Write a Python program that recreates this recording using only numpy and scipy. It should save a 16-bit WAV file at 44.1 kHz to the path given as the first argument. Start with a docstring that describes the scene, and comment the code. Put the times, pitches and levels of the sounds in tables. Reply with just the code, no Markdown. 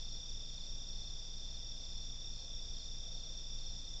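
"""A meadow at night, heard from one camera microphone. From the start there is night air, a little hiss
and the camera's low electrical throb, while far-off trilling insects merge into a high shimmer.
Close by, one cricket trills throughout, every wing stroke a short falling tone; three field crickets
join one after another, chirping in threes. After about a second something far away hoots, faintly,
four times in all. Grass and trees scatter every call."""
import sys
import numpy as np
from scipy import signal
from scipy.fft import rfft, irfft
from scipy.io import wavfile

SR = 44100
rng = np.random.default_rng(int(sys.argv[2]) if len(sys.argv) > 2 else 0)


def dump_mix(stems):
    """Bounce the given channels to the path in sys.argv[1] as a 16-bit WAV at rate SR."""
    frames = np.atleast_2d(stems).T  # one column per channel
    limited = np.clip(frames, -1, 1)  # hard clip at full scale
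    pcm = np.round(limited * 32767).astype(np.int16)
    wavfile.write(sys.argv[1], SR, pcm)


N = 176400
T = np.arange(N) / SR


def undb(db):
    """Decibels to gain."""
    return np.exp(np.asarray(db) * np.log(10) / 20)


def level(x, db):
    """Set the rms level."""
    return x * undb(db) / np.sqrt(np.mean(x ** 2))


def walk(rate):
    """A random drift that moves to a new value rate times a second; spread near 1."""
    return 1.2 * np.interp(T * rate, np.arange(256), rng.standard_normal(256))


def colour(x, points):
    """Filter by a curve of (Hz, dB) points."""
    hz, db = np.array(points).T
    bin_hz = np.arange(N // 2 + 1) * SR / N
    curve_db = np.interp(np.log(bin_hz + 1), np.log(hz), db)
    return irfft(rfft(x) * undb(curve_db), N)


def tone(hz, turns=0):
    """A sine that follows a pitch curve."""
    cycles = np.cumsum(hz) / SR + turns
    return np.sin(2 * np.pi * cycles)


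def swell(progress):
    """A smooth rise and fall while progress goes from 0 to 1."""
    return np.abs(np.sin(np.pi * np.clip(progress, 0, 1)))


def night_air():
    """The low rumble of open air, with a little microphone hiss above it."""
    # Each row: frequency in Hz, relative noise density in dB.
    spectrum = [(8, -8.5), (18, -0.5), (35, -6.5), (70, -13.5), (140, -24), (280, -27), (420, -30),
                (600, -29), (900, -35), (1400, -39.5), (2100, -41), (3000, -38.5), (4200, -34.5),
                (6500, -39.5), (8800, -59)]
    return level(colour(rng.standard_normal(N), spectrum), db=-52.5)


def camera_throb(rate_hz=20, strong_beat_s=.14):
    """The camera's low electrical buzz, limping in groups of four beats."""
    # Each row: multiple of the beat rate, level in dB before the limp and drift.
    harmonics = [(1, -45), (2, -57), (3, -59), (4, -68), (5, -68.5), (6, -69), (7, -71.5), (8, -70.5),
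                 (9, -71.5), (10, -77), (11, -89.5), (12, -79), (13, -80.5)]
    buzz = sum(undb(db) * np.sqrt(2) * tone(np.full(N, round(k) * rate_hz), rng.random())
               for k, db in harmonics)
    groups = (T - strong_beat_s) * rate_hz / 4
    limp = 1 + .18 * np.cos(2 * np.pi * groups)
    return buzz * limp * undb(.78 * walk(8))


def scatter(x, wet_db, t60_s=.29, samples=16384):
    """The direct sound plus a fading wash of echoes from grass and trees."""
    tail = rng.standard_normal(samples) * undb(-60 * T[:samples] / t60_s)
    tail *= undb(wet_db) / np.sqrt(np.sum(tail ** 2))
    return x + irfft(rfft(x) * rfft(tail, N), N)


def trill(strokes, duty, pitch_hz, fall_hz, uneven_db=2.5, detune_hz=14):
    """The wings close once per count of strokes; each closing starts a tone that sags as they slow."""
    stroke = np.floor(strokes).astype(int)
    strength, detune, phase = rng.standard_normal((512, 3))[stroke].T
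    progress = (strokes - stroke) / duty
    envelope = swell(progress) ** 1.5 * undb(uneven_db * strength)
    hz = pitch_hz + detune_hz * detune + fall_hz * (.5 - progress)
    return envelope * tone(hz, phase)


def far_chorus():
    """A distant crowd of fast trillers, reaching the microphone mostly as echoes."""
    # Each row: frequency in Hz, relative gain in dB.
    spectrum = [(3800, -39), (4150, -33.5), (4500, -22.5), (4900, -5.5), (5250, -4.5), (5550, 3), (5750, 0),
                (6050, -8), (6280, -19), (6500, -17.5), (6850, -16.5), (7150, -12), (7550, -20),
                (8000, -33.5), (8500, -34.5), (8900, -46)]
    crowd = np.zeros(N)
    for hz in np.linspace(4100, 8700, 18):
        strokes = rng.random() + rng.uniform(45, 110) * T
        crowd += trill(strokes, duty=.9, pitch_hz=hz, fall_hz=700, detune_hz=140)
    return level(colour(scatter(crowd, wet_db=5.8), spectrum), db=-56)


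def far_trillers():
    """Single distant insects that stand out of the chorus, each wandering in tempo and strength."""
    # Each row: pitch in Hz, strokes per second, fall per stroke in Hz, level in dB, echo gain in dB.
    insects = [(2428, 52, 90, -82, 4), (2675, 59, 220, -80.5, -4), (3300, 34, 170, -68, 3.5),
               (3498, 37, 120, -60, 3.5), (4834, 100, 260, -67, 1), (5035, 25, 90, -69, -0.5),
               (5215, 64, 490, -62, 1.5), (5460, 34, 170, -63, 7.5), (5610, 74.7, 100, -59.5, -1.5),
               (5620, 35.5, 100, -62.5, 0), (5850, 29, 50, -70, 4)]
    out = np.zeros(N)
    for hz, rate, fall, db, wet_db in insects:
        strokes = rng.random() + np.cumsum(rate * (1 + .012 * walk(4))) / SR
        song = trill(strokes, duty=.75, pitch_hz=hz, fall_hz=fall) * undb(.2 * walk(5))
        out += level(scatter(song, wet_db), db)
    return out


def near_cricket(rate_hz=34.255, stroke_s=.0205, first_middle_s=.0275, growth_db=6):
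    """An even trill close to the microphone; each wing stroke grows louder as it falls, then stops."""
    duty = stroke_s * rate_hz
    strokes = (T - first_middle_s) * rate_hz + duty / 2 + .024 * walk(3.6)
    song = trill(strokes, duty, pitch_hz=3592, fall_hz=340, uneven_db=0, detune_hz=10)
    growth = undb(growth_db * (strokes % 1) / duty)
    return level(scatter(song * growth, wet_db=-5.5), db=-54.5)


def field_cricket(chirps, pitch_hz, fall_hz, bend, stroke_s, spacing_s, first_db, wet_db):
    """Three falling wing strokes to a chirp, no two alike; a higher bend holds the pitch longer."""
    out = np.zeros(N)
    for first_middle_s, db in chirps:
        for k in range(3):
            detune, uneven_db = rng.standard_normal(2)
            start = first_middle_s + k * spacing_s - stroke_s / 2
            span = slice(*np.searchsorted(T, [start, start + stroke_s]))
            progress = (T[span] - start) / stroke_s
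            envelope = undb(db + uneven_db + first_db * (k == 0)) * swell(progress) ** .89
            out[span] += envelope * tone(pitch_hz + 20 * detune - fall_hz * progress ** bend)
    return scatter(out, wet_db)


def field_crickets():
    """Three chirpers out in the grass: one with short strokes, one with long, one farthest off."""
    # Each row: middle of the chirp's first stroke in seconds, nominal peak level in dB.
    short_chirps = [(-.035, -56), (.41, -57.5), (.84, -55), (1.292, -56.5), (1.762, -56), (2.318, -57),
                    (2.878, -58.5), (3.294, -57.5), (3.755, -56)]
    long_chirps = [(.062, -59), (.532, -59.5), (.99, -59.5), (1.458, -60.5), (1.925, -59), (2.345, -60.5),
                   (2.752, -59), (3.153, -60.5), (3.598, -58.5)]
    # Each entry: middle of the chirp's first stroke in seconds.
    far_times = [.215, .66, 1.154, 1.626, 2.11, 2.61, 3.079, 3.5]
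    far_chirps = [(time, -58) for time in far_times]
    short = field_cricket(short_chirps, pitch_hz=4533, fall_hz=326, bend=1,
                          stroke_s=.014, spacing_s=.046, first_db=-3.5, wet_db=-3)
    long = field_cricket(long_chirps, pitch_hz=4430, fall_hz=607, bend=3,
                         stroke_s=.045, spacing_s=.049, first_db=-2, wet_db=-4.5)
    far = field_cricket(far_chirps, pitch_hz=4765, fall_hz=427, bend=1.1,
                        stroke_s=.016, spacing_s=.046, first_db=-1, wet_db=-5.5)
    return short + long + far


def far_hoots():
    """Faint calls from far away, each a wavering tone with a hoarse band of noise."""
    # Each row: start in seconds, length in seconds, pitch in Hz, the tone's peak level in dB.
    calls = [(1.158, 0.1, 510, -70.5), (1.694, .13, 500, -70.5), (2.40, 0.056, 521, -70.5),
             (2.992, 0.31, 506, -64)]
    # Each row: frequency in Hz, relative noise density in dB.
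    rasp_spectrum = [(330, -28), (470, -4), (650, -2.5), (800, -8), (1100, -32.5)]
    rasp = level(colour(rng.standard_normal(N), rasp_spectrum), db=-6.5)
    out = np.zeros(N)
    for start, length, hz, db in calls:
        voice = tone(hz * (1 + .0043 * walk(25))) + rasp
        out += undb(db) * swell((T - start) / length) ** .5 * voice
    return scatter(out, wet_db=-1.8)


def scene():
    """The insects and the hoots over night air and throb, at one microphone."""
    bed = night_air() + camera_throb()
    insects = far_chorus() + far_trillers() + near_cricket() + field_crickets()
    return (bed + insects + far_hoots())[None]


def record(dry):
    """The camera cuts the top steeply."""
    top_hz = 8780
    return signal.sosfilt(signal.ellip(10, .2, 80, top_hz, fs=SR, output="sos"), dry)


dry = scene()
out = record(dry)
dump_mix(out)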